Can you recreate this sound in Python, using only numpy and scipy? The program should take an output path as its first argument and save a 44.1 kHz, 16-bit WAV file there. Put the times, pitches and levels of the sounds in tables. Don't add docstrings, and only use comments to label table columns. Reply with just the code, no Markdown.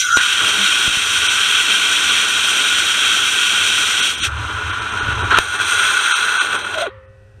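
import sys
import numpy as np
from scipy import signal
from scipy.fft import rfft, irfft
from scipy.io import wavfile
from scipy.ndimage import uniform_filter1d

SR = 44100
rng = np.random.default_rng(int(sys.argv[2]) if len(sys.argv) > 2 else 0)


def how_loud(loudness_db):
    steps = np.asarray(loudness_db, float) / 20
    return 10 ** steps


def bounce(signal):
    frames = np.transpose(np.atleast_2d(signal))
    limited = np.clip(frames, -1, 1)
    pcm = np.round(limited * 32767).astype(np.int16)
    wavfile.write(sys.argv[1], SR, pcm)


N = 326340
T = np.arange(N) / SR
HZ = np.maximum(np.arange(N // 2 + 1) * SR / N, 1)
IGNITION_S, FLAMEOUT_S, PURGE_S, SHUT_S = .17, 4.283, 5.39, 6.895
BACKFIRE_S = (5.312, 5.388)


def in_time(rows):
    s, *columns = np.transpose(rows)
    return [np.interp(T, s, c) for c in columns]


def between(start, end):
    return np.clip(np.minimum(T - start, end - T) / .01 + .5, 0, 1)


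def bumps(rows):
    out = np.zeros((2, N))
    for s, length, *strengths in rows:
        first = max(round((s - length / 2) * SR), 0)
        near = slice(first, round((s + length / 2) * SR))
        swell = np.cos(np.pi * (T[near] - s) / length) ** 2
        out[:, near] += np.outer(strengths, swell)
    return out


def along_hz(points):
    hz, db = np.transpose(points)
    return how_loud(np.interp(np.log(HZ), np.log(hz), db, left=-120, right=-120))


def lifts(modes):
    return how_loud(sum(db / (1 + ((HZ - hz) / (.5 * width)) ** 2) for hz, width, db in modes))


def rms_one(x):
    return x / np.sqrt(np.mean(x ** 2) + 1e-20)


def noise(gain):
    return rms_one(irfft(rfft(rng.standard_normal(N)) * gain, N))


def drift(rate_hz):
    return noise(1 / (1 + (HZ / rate_hz) ** 2))


def ring(x, hz, t60):
    r, w = how_loud(-60 / (t60 * SR)), 2 * np.pi * hz / SR
    return signal.lfilter([0, np.sin(w)], [1, -2 * r * np.cos(w), r * r], x + 1e-18)


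def hoarse(rows, wobble, flutter_db, overtones_db):
    hz, db = in_time(rows)
    phase = 2 * np.pi * np.cumsum(hz * (1 + wobble * drift(100))) / SR
    wave = np.sin(phase)
    for multiple, lift_db in enumerate(overtones_db, 2):
        wave = wave + how_loud(lift_db) * np.cos(multiple * phase)
    level = np.sqrt(2) * how_loud(db + flutter_db * drift(70))
    return level * between(rows[0][0], rows[-1][0]) * wave


# frequency in Hz, width in Hz, gain in dB.
PANEL = [(617, 7.7, -0.5), (660, 14, -2.5), (826, 25, 4), (975, 20, 5), (1032, 25, 9), (1159, 59, 7.5),
         (1335, 31, 7), (1445, 37, 5), (1818, 36, 7), (1930, 45, 6), (2040, 34, 2), (2406, 120, 6.5),
         (3150, 39, 4.5), (3320, 53, 0.5), (4000, 50, -3.5)]


def case_colour(peaks, wall):
    power = sum((how_loud(db) / (1 + ((HZ - hz) / width) ** 2)) ** 2 for hz, width, db in peaks)
    return np.sqrt(power + along_hz(wall) ** 2) * lifts(PANEL)


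# time in seconds, level in dB, brightness in dB.
FLOW = [(0, -22.5, 19), (.046, -27, -3.5), (.132, -30.5, -17.5), (.16, -29, -7), (.18, -16.5, -1.5),
        (.6, -16, 1), (4.086, -17, 1.5), (4.27, -21, 1), (4.293, -36.5, -4), (4.43, -31, -0.4),
        (5.3, -29, -2.5), (5.398, -25.5, 0), (5.494, -30.5, 1.5), (5.79, -19, 3), (6.38, -23.5, -2),
        (6.7, -31, -2), (6.86, -31.5, -3), (6.9, -46.5, -6)]
# centre in seconds, length in seconds, level in dB, brightness in dB.
SURGES = [(.105, 0.06, -0.5, -2), (.143, .04, 0, 1), (1.0, 0.37, -0.5, -1), (.2, 0.043, -3, -10.5),
          (.33, 0.038, 1.5, 0), (.41, 0.045, -1, -4), (.91, 0.091, -2, 1.5), (1.05, 0.37, -1, 2.5),
          (1.38, 0.09, -0.5, -3.5), (.36, 0.31, -1, -1), (1.75, .3, 0.6, 0), (2.3, .3, -0.8, -.5),
          (2.9, 0.36, -0.5, -2), (3.31, 0.037, -2, 5), (3.75, 0.49, -0.5, 0), (4.06, 0.14, .5, 3),
          (5.35, .014, 2.5, 2), (4.0, 0.065, 1, -2), (4.17, 0.18, -7.5, 0.5), (4.24, 0.057, 5.5, 2),
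          (4.715, 0.045, 0, -2), (5.108, 0.08, 3, -1), (5.309, 0.013, 6, .1), (5.318, 0.021, 4.5, -2.5),
          (5.33, 0.017, 1, 0), (5.374, 0.015, 8, 7), (5.55, 0.086, 2.5, -5), (5.588, 0.061, -5.5, -6),
          (5.607, 0.081, 5.5, -1.5), (5.7, 0.14, 3.5, 2), (5.328, 0.011, 1, -3), (6.485, 0.037, -1.5, -0.5),
          (6.53, .015, 5, 0.5), (6.555, 0.051, 4.5, -2.5), (6.592, 0.012, 3, -1), (6.628, 0.038, -2, -2),
          (6.649, 0.015, 5, -4), (6.77, .016, -2.5, 0), (6.41, 0.037, 4, -1.5), (6.745, 0.014, 7, -3),
          (6.785, 0.019, 9.5, 5), (6.815, 0.065, 9, 7.5), (6.87, 0.018, 5, 1)]


def flow():
    backfire_level_db, backfire_bright_db = 7, -4.5
    backfire = np.outer([backfire_level_db, backfire_bright_db], between(*BACKFIRE_S))
    return in_time(FLOW) + bumps(SURGES) + backfire


JET_EDGES_HZ = [800, 2000, 4500, 15500]
BRIGHT_SHARES = (-0.83, 0, 0.13)
# low, middle and high range in dB.
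RANGES_DB = [(-4, 0.003, -8), (5.5, 0, -10.5), (4.5, 0.01, -6.5)]
PRIMING_DB = (-0.5, 5.5, 5.5)
# frequency in Hz, width in Hz, level in dB.
CASE = [(1486, 142, 0), (1770, 15, -10.5), (2663, 135, -3.5), (3234, 210, 0), (3788, 69, -3),
        (4186, 160, -12), (5890, 417, -9), (6980, 320, -14), (7400, 120, -23.5), (8500, 670, -12.5),
        (12830, 550, -28.5)]
# frequency in Hz, level in dB per Hz.
WALL = [(700, -36), (1100, -23), (2200, -10.5), (3500, -8.5), (4800, -23), (6500, -33.5), (9500, -20.5),
        (11000, -29), (15500, -40.5)]
# frequency in Hz, width in Hz, gain in dB.
JET_DIPS = [(1050, 25, -5), (1345, 12, -5), (1415, 15, -2.5), (1756, 44, -13), (1884, 30, -4), (2006, 40, -5),
            (3560, 200, -1), (4070, 50, -4), (4290, 80, -2.5), (9650, 370, -9.5), (10860, 500, -2.5),
            (12250, 600, -4), (13550, 900, -2)]
# frequency in Hz, width in Hz, level in dB.
CASE_FLAME = [(972, 30, -5), (1444, 137, 5), (2680, 160, -13.5), (3190, 260, -14.5), (3840, 58, -13),
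              (4160, 42, -16.5), (6060, 620, -22.5), (7640, 63, -29), (8580, 450, -25), (11300, 250, -50)]
# frequency in Hz, level in dB per Hz.
WALL_FLAME = [(700, -22), (1000, -11.5), (2100, -18), (3500, -17), (5000, -40), (7800, -35.5), (9700, -45),
              (12000, -45), (15500, -59)]
# frequency in Hz, width in Hz, level in dB.
CASE_SIDE = [(1475, 116, 3.5), (2636, 70, -11), (3293, 206, -12.5), (3825, 87, -15.5), (4060, 68, -16),
             (6000, 320, -19), (6730, 270, -25), (8600, 360, -18), (9100, 220, -28.5), (12000, 600, -39),
             (12760, 600, -46.5)]
# frequency in Hz, level in dB per Hz.
WALL_SIDE = [(700, -20), (1100, -16.5), (2100, -20.5), (3500, -22.5), (5000, -35), (6500, -31), (7800, -35),
             (9700, -39.5), (11000, -47), (15500, -57)]
# frequency in Hz, width in Hz, gain in dB.
PRIMING_COLOUR = [(8700, 1000, -9.5), (7100, 550, 9), (12630, 5400, 2), (5790, 500, 6), (2500, 400, -7.5),
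                  (5000, 500, 4), (3800, 300, 2)]


def jet(surge_db, own_db, crackle_db):
    vent_colour = case_colour(CASE_SIDE, WALL_SIDE)
    unlit = between(-1, IGNITION_S)
    stages = [(between(IGNITION_S, FLAMEOUT_S), case_colour(CASE, WALL) * lifts(JET_DIPS)),
              (between(FLAMEOUT_S, PURGE_S), case_colour(CASE_FLAME, WALL_FLAME)),
              (between(PURGE_S, 9), vent_colour),
              (unlit, vent_colour * lifts(PRIMING_COLOUR))]
    backfire_db = (-1, -2, -6.5)
    dry_db = (-2.5, -.2, -3)
    closing_db_per_s = (60, 36, 220)
    running_dry = np.clip((T - 6.41) / .21, 0, 1)
    closing_s = np.clip(T - 6.82, 0, None)
    white = rfft(rng.standard_normal(N))
    shared_db = surge_db * drift(9) + crackle_db * drift(150)
    flicker_db = own_db + 1.5 * unlit
    level_db, bright_db = flow()
    out = np.zeros(N)
    for k, (low, high) in enumerate(zip(JET_EDGES_HZ, JET_EDGES_HZ[1:])):
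        inside = white * (HZ >= low) * (HZ < high)
        band = np.zeros(N)
        for (share, colour), balance_db in zip(stages, list(RANGES_DB) + [PRIMING_DB]):
            band += share * how_loud(balance_db[k]) * rms_one(irfft(inside * colour, N))
        band *= how_loud(backfire_db[k] * between(*BACKFIRE_S) + dry_db[k] * running_dry)
        band *= how_loud(-closing_db_per_s[k] * closing_s)
        out += band * how_loud(level_db + BRIGHT_SHARES[k] * bright_db + shared_db + flicker_db * drift(15))
    return out * np.clip((SHUT_S + .029 - T) / .03, 0, 1)


# time in seconds, pitch in Hz, level in dB.
WHISTLE = [
    (0, 1548, -30),
    (.04, 1500, -22.5),
    (.08, 1440, -18.5),
    (.105, 1398, -20.5),
    (.14, 1406, -19.5),
    (.158, 1437, -14.5),
    (.175, 1465, -11.5),
]


def chamber():
    return hoarse(WHISTLE, wobble=.014, flutter_db=2.5, overtones_db=[-30])


# time in seconds, rumble level in dB.
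FLAME = [(0, -58), (.17, -43), (.6, -51), (4.1, -45.5), (4.27, -31.5), (4.66, -30.5), (4.87, -35.5),
         (5.22, -23), (5.41, -39), (5.47, -41), (5.84, -43.5), (6.06, -55), (6.42, -52), (6.48, -45.5),
         (7.4, -44)]
# centre in seconds, length in seconds, rumble in dB, flutter in dB.
GUSTS = [(.27, 0.39, -8, -10), (.45, 0.56, 3.5, 3), (1.27, 0.96, 6, -2.5), (2.05, 0.24, 3, 0.5),
         (2.62, 0.22, -12, 4), (3.41, 0.23, -6, -0.5), (4.32, 0.15, 4.5, -6), (4.39, 0.12, 5.5, -2.5),
         (5.1, 0.18, 1.5, -1.5), (6.6, 0.99, 1, 4.5), (7.04, .08, -7, -0.5), (7.095, .05, 4, .1),
         (4.18, 0.12, -4, 1.5), (4.2, .06, 2, 2), (4.5, 0.061, -7, 1), (5.0, 0.074, -8, 5.5),
         (5.33, 0.059, 1, 4), (4.25, 0.055, -6, -1.5), (4.455, .04, 4, -0.5), (4.55, 0.057, 3, -2.5),
         (4.67, 0.1, 3, -5), (4.76, 0.055, -6, -4), (4.81, .04, 6, .1), (4.88, .05, -3, -3),
         (5.24, 0.059, 2, 7), (5.17, 0.061, -1, 0.5), (6.98, 0.047, 3, .1), (7.125, .04, -10, .1),
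         (7.245, .05, 3, .1), (7.28, .04, -3.5, .1), (7.38, .06, 2, .1)]
# frequency in Hz, level in dB per Hz.
RUMBLE = [(12, -34), (20, -10), (43, -16.5), (62, -3.5), (86, 1.5), (107, 2), (128, -5), (146, -14.5),
          (210, -30), (350, -120)]
# frequency in Hz, level in dB per Hz.
FLUTTER = [(76, -35.5), (130, -12), (167, -9.5), (198, -4.5), (237, -7.5), (322, 0), (366, -6), (424, 1),
           (523, -10), (567, -5.5), (900, -5.5), (1170, -6), (1980, -120)]
FLUTTER_DB = (-49.5, -37, -34.5, -34.5)
# frequency in Hz, width in Hz, gain in dB.
FRAME = [(74.3, 8.3, 9), (99.7, 8.8, 4.5), (208.4, 9.3, 6.5)]


def flame():
    gust_db, gust_flutter_db = bumps(GUSTS)
    rumble_db = in_time(FLAME)[0] + gust_db
    level_db, bright_db = flow()
    stage_s = (-1, IGNITION_S, FLAMEOUT_S, PURGE_S, 9)
    flutter_db = gust_flutter_db
    for db, start, end in zip(FLUTTER_DB, stage_s, stage_s[1:]):
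        flutter_db = flutter_db + db * between(start, end)
    flutter_db += .46 * (level_db - bright_db + 21) + .21 * (rumble_db + 49)

    rumble = noise(along_hz(RUMBLE) * lifts(FRAME))
    lump = int(.05 * SR)
    lumps = uniform_filter1d(uniform_filter1d(rumble ** 2, lump), lump)
    evened = .37
    rumble = rumble / (lumps + .02) ** (evened / 2) * how_loud(1.7 * drift(7.3))
    top_hz = 128
    rumble = rms_one(irfft(rfft(rumble) / np.sqrt(1 + (HZ / top_hz) ** 12), N))

    flutter = rms_one(noise(along_hz(FLUTTER) * lifts(PANEL + FRAME)) * how_loud(1.1 * drift(25)))
    lows = irfft(rfft(flutter) * (HZ < 338), N)
    flutter = flutter - .47 * lows * between(PURGE_S, 9)
    return how_loud(rumble_db) * rumble + how_loud(flutter_db) * flutter * between(-1, SHUT_S)


# start in seconds, peak in dB, corner in Hz, share into the case resonances in dB.
POPS = [(.878, -14, 200, -30), (.896, -24, 500, -30), (.972, -20, 250, -30), (4.178, -29, 350, -30),
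        (4.205, -25, 350, -30), (4.228, -24, 220, -30), (4.25, -27, 350, -30), (5.235, -20, 90, -40),
        (5.03, -22, 120, -40), (5.087, -15, 170, -40), (5.275, -23, 250, -40), (7.09, -44, 60, -60),
        (5.328, -20, 300, -8), (5.601, -24, 900, -6), (6.752, -45, 900, 14), (6.868, -48, 900, 8),
        (7.385, -40, 120, -60), (.1705, -16, 500, 6), (5.29, -24, 200, -40), (5.3855, -9, 200, 3)]
SUCTION_S = (.87, .89, .96, .98)


def pops():
    push, crack = np.zeros(N), np.zeros(N)
    for s, db, hz, case_db in POPS:
        near = slice(round(s * SR), round((s + .05) * SR))
        after = T[near] - s
        turn = 2 * np.pi * hz * after
        sign = (-1) ** np.searchsorted(SUCTION_S, s)
        push[near] += sign * how_loud(db) * np.e * turn * np.exp(-turn)
        burst = np.exp(-(after / .004) ** 4) + how_loud(-12.5) * np.exp(-after / .0032)
        crack[near] += how_loud(db + case_db) * burst
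    crack_top = signal.butter(2, 10900, fs=SR, output="sos")
    crack = signal.sosfilt(crack_top, crack * rng.standard_normal(N) + 1e-18)
    rings = np.zeros(N)
    for hz, width, db in CASE:
        rings += how_loud(db - 14) * (width / 200) ** .5 * ring(crack, hz, .8 / width)
    push = signal.sosfilt(signal.butter(2, 30, "high", fs=SR, output="sos"), push)
    return push + rings + how_loud(-21) * crack


def hum():
    start_s, length_s, hz, db, t60_s = .575, .092, 197, -27.5, .9
    after = np.clip(T - start_s, 0, None)
    swell = np.clip(np.minimum(after, length_s - after) / .016, 0, 1)
    return how_loud(db - 60 * after / t60_s) * swell * np.sin(2 * np.pi * hz * after)


# time in seconds, pitch in Hz, level in dB.
SQUEAK = [
    (6.75, 678, -34),
    (6.775, 628, -26),
    (6.808, 587, -22),
    (6.835, 677, -21),
    (6.856, 650, -22.5),
    (6.88, 385, -28),
    (6.897, 420, -34),
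]
SQUEAK_OVERTONES_DB = (-14.5, -16, -18, -16, -28)


def valve():
    return hoarse(SQUEAK, wobble=.038, flutter_db=4, overtones_db=SQUEAK_OVERTONES_DB)


# frequency in Hz, level in dB, t60 in seconds, width in Hz.
PIPES = [(409, -59, 8.4, 7.5), (529.5, -41.5, 1.54, 2.2), (1314, -72, 1.5, 40), (1497, -64, 8.0, 15),
         (1776, -54.5, 1.3, 10), (1860, -57, .6, 25), (1920, -61, 4.0, 4), (2600, -70, 5.0, 5),
         (205, -61, 2.0, 9), (1071, -68, 2.0, 8), (2300, -72, 3.0, 10)]
# frequency in Hz, level in dB per Hz.
ECHO = [(700, -40), (850, -17), (1270, -6.5), (1600, -21), (1900, -12), (2130, -20), (3070, -25),
        (9000, -70)]
# frequency in Hz, level in dB per Hz.
AIR = [(130, -28.5), (200, 2), (250, -11), (330, -4), (700, -8), (1110, -13), (1480, -6), (2000, -17),
       (2150, -23), (2630, -10.5), (2870, -19), (8770, -32), (14000, -41.5)]
# frequency in Hz, width in Hz, gain in dB.
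AIR_CAVITY = [(5900, 500, 4.5), (8600, 900, 7)]


def afterglow():
    start = round(SHUT_S * SR)
    after = T[:N - start]
    out = how_loud(-56.5) * noise(along_hz(AIR) * lifts(AIR_CAVITY))
    out[start:] *= how_loud(-10 * np.exp(-after / .23))
    echo_db, echo_t60_s = -43, .7
    tail = how_loud(echo_db - 60 * after / echo_t60_s) * noise(along_hz(ECHO))[start:]
    for hz, db, t60, width in PIPES:
        wander = np.cumsum(rng.standard_normal(N - start)) * np.sqrt(2 * np.pi * width / SR)
        phase = 2 * np.pi * hz * after + uniform_filter1d(wander, size=200)
        tail = tail + np.sqrt(2) * how_loud(db - 60 * after / t60) * np.sin(phase)
    out[start:] += tail * np.minimum(after / .0092, 1)
    return out


def scene():
    gas = jet(surge_db=.4, own_db=.5, crackle_db=.6) + chamber()
    return (gas + flame() + pops() + hum() + valve() + afterglow())[None]


BAND_HZ = 340


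def threadbare(x):
    frame_s, odds, lost_share, from_hz = 1024 / SR, .45, .6, 1700
    out, near = x.copy(), slice(0, SR // 4)
    hz, spectrum = np.fft.rfftfreq(SR // 4, 1 / SR), rfft(x[near])
    band = (hz // BAND_HZ).astype(int)
    unlit = between(-1, IGNITION_S - .005)[near]
    for s in np.arange(0, IGNITION_S, frame_s):
        lost = (rng.random(SR // BAND_HZ) < odds)[band] * (hz > from_hz)
        during = np.cos(np.pi / 2 * np.clip((T[near] - s) / frame_s, -1, 1)) ** 2 * unlit
        out[near] -= lost_share * during * irfft(spectrum * lost, SR // 4)
    return out


# centre in seconds, length in seconds, share lost in the gap, gap from Hz, to Hz.
STARVED = [(.083, .155, .88, 600, 1150), (.05, .03, .6, 2300, 2700), (.13, .06, .6, 1900, 2450),
           (.09, .03, .5, 3500, 4300), (.055, .02, .5, 7200, 8300), (.155, .02, .4, 4500, 5600),
           (1.285, .018, .7, 340, 700), (4.015, .016, .85, 350, 1000), (4.166, .02, .6, 500, 1000),
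           (4.218, .034, .95, 350, 1080), (4.72, .015, .3, 500, 760), (4.805, .015, .3, 500, 700),
           (4.912, .014, .3, 500, 800), (5.008, .033, .5, 490, 640), (5.172, .002, .05, 450, 700),
           (5.232, .015, .05, 450, 700), (6.139, .032, .99, 20, 730), (6.395, .031, .99, 20, 730),
           (6.577, .013, .2, 100, 400), (6.64, .013, .2, 100, 400), (7.07, .02, .6, 3500, 9000)]
TREBLE_LOST = (0.091, 0.96, 1)
# from Hz, to Hz.
WEAK_LOW_HZ = (1590, 2100)
# from Hz, to Hz.
WEAK_HIGH_HZ = [(4350, 5600), (7000, 8150), (9350, 15500)]
# from Hz, to Hz.
BRIEF_WEAK_HZ = [(4100, 4350), (6250, 7000)]


def starve(x):
    out = x.copy()
    for s, length, low_share, *gap_hz in STARVED:
        brief = length < .025
        stage = int(s > IGNITION_S) + int(s > FLAMEOUT_S)
        high_share = max(TREBLE_LOST[stage], low_share * (s > IGNITION_S))
        near = slice(max(round((s - length - .05) * SR), 0), round((s + length + .05) * SR))
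        part, hz = out[near].copy(), np.fft.rfftfreq(len(x[near]), 1 / SR)

        weak = low_share * (hz > gap_hz[0]) * (hz < gap_hz[1])
        if gap_hz[0] < BAND_HZ + 5:
            in_low = (hz > WEAK_LOW_HZ[0]) * (hz < WEAK_LOW_HZ[1])
            weak += (1 - weak) * low_share * high_share * in_low
        for low, high in WEAK_HIGH_HZ + BRIEF_WEAK_HZ * brief:
            weak += high_share * (hz > low) * (hz < high)
        luck = rng.random(SR // BAND_HZ)
        spared = ((luck < .08) + .3 * luck ** 2) * brief
        weak = np.minimum(weak, 1) * (1 - .78 * spared[(hz // BAND_HZ).astype(int)])
        during = np.clip((length / 2 - abs(T[near] - s)) / .013 + .55, 0, 1)
        out[near] -= during * irfft(rfft(part) * weak, len(part))
    return out


def top_cut(x):
    return signal.sosfilt(signal.butter(12, 15450, fs=SR, output="sos"), x)


def record(dry):
    overloaded = dry[0] / (1 + dry[0] ** 4) ** .25
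    x = threadbare(starve(overloaded))
    x = signal.sosfilt(signal.ellip(10, .1, 70, 15280, fs=SR, output="sos"), x)
    return top_cut(x[None])


dry = scene()
out = record(dry)
bounce(out)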